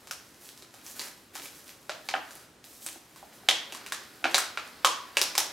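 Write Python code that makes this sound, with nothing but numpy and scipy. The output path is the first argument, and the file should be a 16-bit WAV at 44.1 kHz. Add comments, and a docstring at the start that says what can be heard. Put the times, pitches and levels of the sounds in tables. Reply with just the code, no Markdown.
"""Hands pull cling film tight round a thin plastic tub on a kitchen worktop.
First comes one sharp, pitched snap as the tub wall buckles; then short pulls make the film rustle
in swarms of tiny crease clicks. Near 2 s come a few more snaps, then more rustle and fingertip bumps.
From about 3.5 s the loudest snaps crowd in and the rubbing grows. All along, a near wall throws
each snap back, and the small hard room and its bowls ring on over a low murmur."""
import sys
import numpy as np
from scipy import signal
from scipy.fft import rfft, irfft, next_fast_len
from scipy.io import wavfile

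SR = 44100
rng = np.random.default_rng(int(sys.argv[2]) if len(sys.argv) > 2 else 0)


def put_to_file(sound):
    """Save the sound as 16-bit audio at rate SR, in the file named by the first command-line argument."""
    columns = np.atleast_2d(sound).T  # one column per channel
    safe = np.clip(columns, -1, 1)
    whole_steps = np.round(safe * 32767)
    wavfile.write(sys.argv[1], SR, whole_steps.astype(np.int16))


N = 243431

# Levels in the tables are relative. A "tone" is a pitch at which the plastic rings.
# The tub wall buckles under the tight film, a different patch each time:
# time_s, crack_db, treble_edge_hz, main_tone_db, main_tone_hz, second_tone_hz, third_tone_hz
WALL_SNAPS = [(0.1105, -9, 15000, 2.5, 1380, 5500, 2750), (1.8946, -2.5, 4800, 11.5, 648, 1440, 500),
              (2.088, -3, 6100, 3, 930, 2280, 4320), (2.1388, 2.5, 2100, 16, 764, 1700, 2900),
              (2.15, -3.5, 2460, 11.5, 1290, 650, 290), (3.4869, 9.5, 6900, 22.5, 3330, 2060, 730),
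              (3.9217, -3, 9500, 7.5, 1700, 1160, 3440), (4.2418, 5, 3500, 11.5, 2530, 1450, 322),
              (4.254, 5, 2600, 16.5, 730, 1480, 313), (4.3446, 9.5, 7400, 17, 725, 3960, 2100),
              (4.3804, 0, 16000, 16.5, 1420, 1170, 8100), (4.5731, -2, 4100, 10, 1350, 2420, 680),
              (4.847, 9.5, 8140, 28, 1123, 3240, 530), (5.17, 6, 8100, 17.5, 2620, 503, 1740),
              (5.2148, 3, 16000, 13.5, 5300, 3800, 396), (5.3525, -4.5, 9200, 5, 1010, 2270, 5100),
              (5.379, 6, 14400, 14, 850, 5570, 3570)]
LEAD_S = .003  # room ahead of each crack, so that its start is not cut off
# A single fold of film flips with a bright tick: time_s, crack_db, pitch_hz
FOLD_TICKS = [(0.072, -18.5, 1020), (0.6235, -22.5, 4150), (0.7404, -22, 780), (0.8644, -19.5, 6030),
              (0.9943, -8, 4400), (1.014, -14, 1970), (1.353, -11, 885), (1.457, -17, 2410),
              (2.3084, -19, 1420), (2.354, -24, 10940), (2.641, -31.5, 2520), (2.8638, -9, 8700),
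              (3.1606, -23.5, 1110), (3.723, -12, 2720), (3.749, -12, 1080), (3.863, -13.5, 2550),
              (4.312, -14.5, 740)]
# A fingertip bumps the tub, ringing its hollow and its wall: time_s, hollow_db, wall_db
FINGER_BUMPS = [(0.625, -2.5, -18), (2.959, -5, -7.5), (3.2275, -21, 1.5), (3.724, -11, 0),
                (3.432, -18, -15), (4.227, -11, -11)]
# A hand pulls or smooths the film: start_s, length_s, crinkle_db, rub_db
FILM_PULLS = [(0.39, 0.047, -55.5, -61), (0.432, 0.06, -51, -67), (0.554, 0.04, -56.5, -60),
              (0.715, 0.12, -61, -58), (0.831, 0.089, -48.5, -56.5), (0.945, 0.12, -46.5, -48.5),
              (1.329, 0.06, -47.5, -47.5), (1.409, 0.047, -46, -51), (1.502, 0.1, -54, -56.5),
              (1.647, 0.055, -53, -55.5), (2.033, 0.042, -57, -55), (2.285, 0.15, -60.5, -56.5),
              (2.631, 0.02, -50.5, -54.5), (2.676, 0.11, -54.5, -66), (2.801, 0.09, -46.5, -62),
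              (2.91, 0.04, -55, -61), (3.153, 0.03, -57, -55.5), (3.32, 0.03, -56.5, -61),
              (4.258, 0.11, -55, -48), (4.643, 0.031, -58, -51), (5.136, 0.37, -60, -50.5)]
# Between pulls the film stirs in the grip, more once the tub is turned over: time_s, crinkle_db, rub_db
GRIP_STIR = [(0, -63, -61.5), (0.4, -62, -63.5), (0.69, -68, -68), (1.18, -62, -64), (1.28, -68, -68),
             (2.35, -58.5, -59), (2.6, -79, -87), (3.049, -63.5, -64.5), (3.8, -60, -49),
             (4.199, -60, -55.5), (5.1, -60.5, -51.5), (5.5, -63, -51)]
# The bright crinkle of small creases: frequency_hz, gain_db
CRINKLE_COLOUR = [(600, -38), (1800, -12), (3500, -4), (6000, 0.5), (9000, 1.5), (13000, 5), (16000, -1)]
# The duller rub of fingers and broad folds: frequency_hz, gain_db
RUB_COLOUR = [(100, 3.5), (280, 2), (500, 1.5), (900, -2), (1500, 2), (2800, -4.5), (5000, -3),
              (12000, -44)]
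# First echoes from nearby surfaces: delay_s, gain_db
EARLY_ECHOES = [(.0056, -4), (0.0134, -7), (0.0235, -8)]
# How long the room takes to fade by 60 dB: frequency_hz, fade_s
ROOM_FADE = [(200, 0.24), (600, 0.44), (1150, 0.48), (2300, 0.4762), (3400, 0.44), (5000, 0.4337),
             (9000, 0.2963), (15000, 0.3859)]
# How strongly the room rings, from bass to treble: frequency_hz, gain_db
ROOM_TONE = [(150, 4), (310, 7), (410, 4), (600, 3.5), (1200, 1), (2400, 1), (3500, 1.5), (7000, 3.5),
             (11000, 0.5), (16000, -8)]
# How wide the room sounds (more side signal is wider): frequency_hz, side_gain_db
STEREO_WIDTH = [(100, -20.5), (350, -16), (700, -8.5), (1400, -6), (4400, -9), (8500, -6.5), (15000, -15)]
# Bowls and pots on the worktop ring along faintly: pitch_hz, level_db, fade_s
BOWL_TONES = [(309.3, 5, 0.69), (787, 7, 0.091), (994, 13.5, 0.58), (1110, 5, 1), (1320, -13, 0.57),
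              (1477, 9.5, 0.18), (1930, -22, 0.54), (3240, 9, 0.45)]
# The room's steady murmur and hiss: frequency_hz, gain_db
MURMUR_COLOUR = [(15, -19), (35, -20), (60, -5.5), (130, -3.5), (190, -3.5), (300, 0.5), (450, -6),
                 (700, -8.5), (1500, -12), (4000, -17), (9000, -21.5), (16000, -34)]


def snap(patch, lags, ring_db, crack_s=0.000758, q=3.38, low_hz=540, air_hz=15000):
    """A patch of plastic flips over: a very short crack and a few cycles of its own tones."""
    crack_db, edge_hz, *tones = patch
    f = np.fft.rfftfreq(4096, 1 / SR) + 1
    bass_cut = 1 - 1 / (1 + (f / low_hz) ** 4)  # a small patch gives off little bass
    power = amp(crack_db - 1) ** 2 / (1 + (f / edge_hz) ** 5) * bass_cut
    for hz, db in tones:
        ratio = (f / hz) ** 2
        power += (amp(db + ring_db) * ratio / (ratio + (q * (1 - ratio)) ** 2)) ** 2
    power = power / (1 + (f / air_hz) ** 12) + 1e-6
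    # bending waves travel at different speeds, so each band arrives at its own moment
    delay_s = LEAD_S + crack_s * np.interp(f, np.linspace(0, SR / 2, len(lags)), lags)
    smear = np.exp(-2j * np.pi * np.cumsum(delay_s) * (f[1] - f[0]))
    sound = irfft(ring_out(power) * smear)[:len(f)]
    return sound * signal.windows.tukey(len(f), .08)


def patches(hollow_hz=330, wall_hz=730):
    """Lists snaps, ticks and bumps as time_s, crack_db, treble_edge_hz, then (pitch_hz, level_db) tones."""
    walls = [(s, db, edge_hz, (main_hz, main_db), (second_hz, db + 7), (third_hz, db + 3.5))
             for s, db, edge_hz, main_db, main_hz, second_hz, third_hz in WALL_SNAPS]
    folds = [(s, db, 10000, (hz, db + 8.5), (hollow_hz, db + 1)) for s, db, hz in FOLD_TICKS]
    bumps = [(s, -26, 2100, (hollow_hz, hollow_db), (wall_hz, wall_db))
             for s, hollow_db, wall_db in FINGER_BUMPS]
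    return walls + folds + bumps


def snaps(lags, ring_db):
    """Every snap, tick and bump at its time; ring_db turns their tones up or down."""
    out = np.zeros(N)
    for (time_s, *patch), patch_lags in zip(patches(), lags):
        add(out, time_s - LEAD_S, snap(patch, patch_lags, ring_db))
    return out


def rustle():
    """Fine creases fizz, larger ones tick and broad folds rub, as hard as the hands work the film."""
    crinkling, rubbing = handling()
    fine = creases(per_s=7900, spread_db=2.5, low_hz=1780, high_hz=15000, q=0.83)
    ticks = creases(per_s=120, spread_db=5, low_hz=1510, high_hz=9050, q=1.4)
    broad = creases(per_s=3000, spread_db=0, low_hz=252, high_hz=5100, q=2.1)
    crinkle = amp(-4.5) * unit(colour(fine, CRINKLE_COLOUR)) + amp(-11) * unit(ticks)
    rub = amp(-7) * unit(colour(broad, RUB_COLOUR))
    return crinkle * crinkling + rub * rubbing


def creases(per_s, spread_db, low_hz, high_hz, q, count=14):
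    """A swarm of tiny clicks; each rings a crease of its own pitch, longer when q is high."""
    size = amp(spread_db * np.minimum(rng.exponential(1, N), 4.5)) * rng.choice([-1, 1], N)
    clicks = size * (rng.random(N) < per_s / SR)
    crease = rng.integers(0, count, N)
    out = np.zeros(N)
    for k, hz in enumerate(np.geomspace(low_hz, high_hz, count)):
        out += signal.lfilter(*signal.iirpeak(hz, max(q, 1), fs=SR), clicks * (crease == k))
    return out


def handling(swell_s=0.023, fade_db_per_s=262):
    """Loudness of crinkle and rub: each pull swells, holds and fades above the stirring in the grip."""
    t = np.arange(N) / SR
    times_s, *grip_db = np.transpose(GRIP_STIR)
    power = amp([np.interp(t, times_s, db) for db in grip_db]) ** 2
    for start_s, length_s, crinkle_db, rub_db in FILM_PULLS:
        swell = np.clip((t - start_s) / swell_s, 0, 1)
        fade = amp(-fade_db_per_s * np.clip(t - start_s - length_s, 0, 1))
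        power += (amp([[crinkle_db], [rub_db]]) * swell * fade) ** 2
    return np.sqrt(power)


def kitchen(forward, around, rustling):
    """Sound arrives directly, then as early echoes, then as the ring of room and bowls."""
    bounced = signal.lfilter(*signal.butter(1, 4500, fs=SR), moving(forward, scatter))
    near = amp(-1) * forward + amp(-4) * bounced
    # a snap comes from one spot and throws mostly treble at the wall
    treble = signal.lfilter(*signal.butter(1, 1200, "high", fs=SR), around)
    for delay_s, db in EARLY_ECHOES:
        add(near, delay_s, amp(db) * treble)
    # creases lie all over the film, so their echoes merge into the swarm
    near += amp(3.3) * rustling
    into_room = amp(-0.61) * colour(around + rustling, ROOM_TONE)
    mid = near + moving(into_room, room_tail) + bowls(around + rustling)
    side = moving(into_room, room_tail)
    return stereo(mid, side) * amp([[-0.2], [0.2]])  # a little to the right


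def moving(x, make_echoes, step_s=.17, count=4):
    """The tub keeps moving, so the sound fades from one set of echoes to the next."""
    place = np.arange(N) / SR / step_s
    out = np.zeros(N)
    for k in range(count):
        distance = abs((place - k + count / 2) % count - count / 2)
        share = np.cos(np.pi / 2 * np.minimum(distance, 1))
        out += signal.oaconvolve(x * share, make_echoes())[:N]
    return out


def scatter(decay_s=0.0044, build_s=0.0011):
    """A few milliseconds of bounces between tub, hands and worktop."""
    t = np.arange(SR // 50) / SR
    echoes = rng.standard_normal(len(t)) * np.exp(-t / decay_s) * np.minimum(t / build_s, 1) ** 2
    return echoes / np.linalg.norm(echoes)


def room_tail(build_s=0.0029):
    """Dense room echoes build up quickly, then each band fades at its own pace."""
    t = np.arange(SR // 2) / SR
    echoes = rng.choice([-1, 1], len(t)) * (rng.random(len(t)) < .25) * (1 - np.exp(-t / build_s))
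    hz, age_s, bands = signal.stft(echoes, SR, nperseg=256)
    fade = amp(-60 * age_s / look_up(ROOM_FADE, hz)[:, None])
    out = signal.istft(bands * fade, SR, nperseg=256)[1]
    return out / np.linalg.norm(out)


def bowls(x):
    """Bowls and pots pick up the sound and ring at their own pitches."""
    f = np.fft.rfftfreq(SR, 1 / SR) + 1e-3
    ring = 0
    for hz, db, fade_s in BOWL_TONES:
        q = np.pi * hz * fade_s / np.log(1000)
        ring += amp(db) / (1 + 1j * q * (f / hz - hz / f))
    return amp(-3) * signal.fftconvolve(x, irfft(ring))[:N]


def background():
    """Steady low murmur of the room with faint hiss."""
    mid, side = (unit(colour(noise, MURMUR_COLOUR)) for noise in rng.standard_normal((2, N)))
    return amp(-58.5) * stereo(mid, side)


def stereo(mid, side):
    """Left and right share the mid signal and get the side signal with opposite signs."""
    side = colour(side, STEREO_WIDTH)
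    return np.array([mid + side, mid - side])


def ring_out(power):
    """Turns power per frequency into the spectrum of a sound that starts at once and dies away."""
    cepstrum = irfft(.5 * np.log(power))
    lag = np.arange(len(cepstrum))
    one_sided = np.where(lag == 0, 1., 2. * (lag < len(lag) // 2))
    return np.exp(rfft(cepstrum * one_sided))


def amp(db):
    """Turns decibels into a gain."""
    return 10 ** (np.asarray(db) / 20)


def unit(x):
    """Scales x to an average (rms) level of 1."""
    return x / np.sqrt(np.mean(x ** 2) + 1e-20)


def look_up(table, hz):
    """Reads between the rows of a table, on a log-frequency axis."""
    f, value = np.transpose(table)
    return np.interp(np.log(hz + 1), np.log(f + 1), value)


def colour(x, table):
    """Shapes the bass and treble of x by a table of frequency_hz, gain_db."""
    size = next_fast_len(N)
    gain = amp(look_up(table, np.fft.rfftfreq(size, 1 / SR)))
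    return irfft(rfft(x, size) * gain, size)[:N]


def add(mix, start_s, sound):
    """Adds a sound into the mix at start_s."""
    part = mix[max(0, round(start_s * SR)):][:len(sound)]
    part += sound[:len(part)]


def scene():
    """Film and tub in the kitchen; a patch sends its tones mostly forward and its crack all around."""
    lags = rng.exponential(size=(len(patches()), 24))  # how late each of 24 bands arrives
    forward = snaps(lags, ring_db=1.6)
    around = snaps(lags, ring_db=-4)
    return kitchen(forward, around, rustle()) + background()


def record(dry):
    """Rounds off the loudest peaks, then cuts the treble above 15950 Hz."""
    low_pass = signal.firwin(301, 15950, window=("kaiser", 9), fs=SR)
    return signal.oaconvolve(np.tanh(dry), low_pass[None], "same")


dry = scene()
out = record(dry)
put_to_file(out)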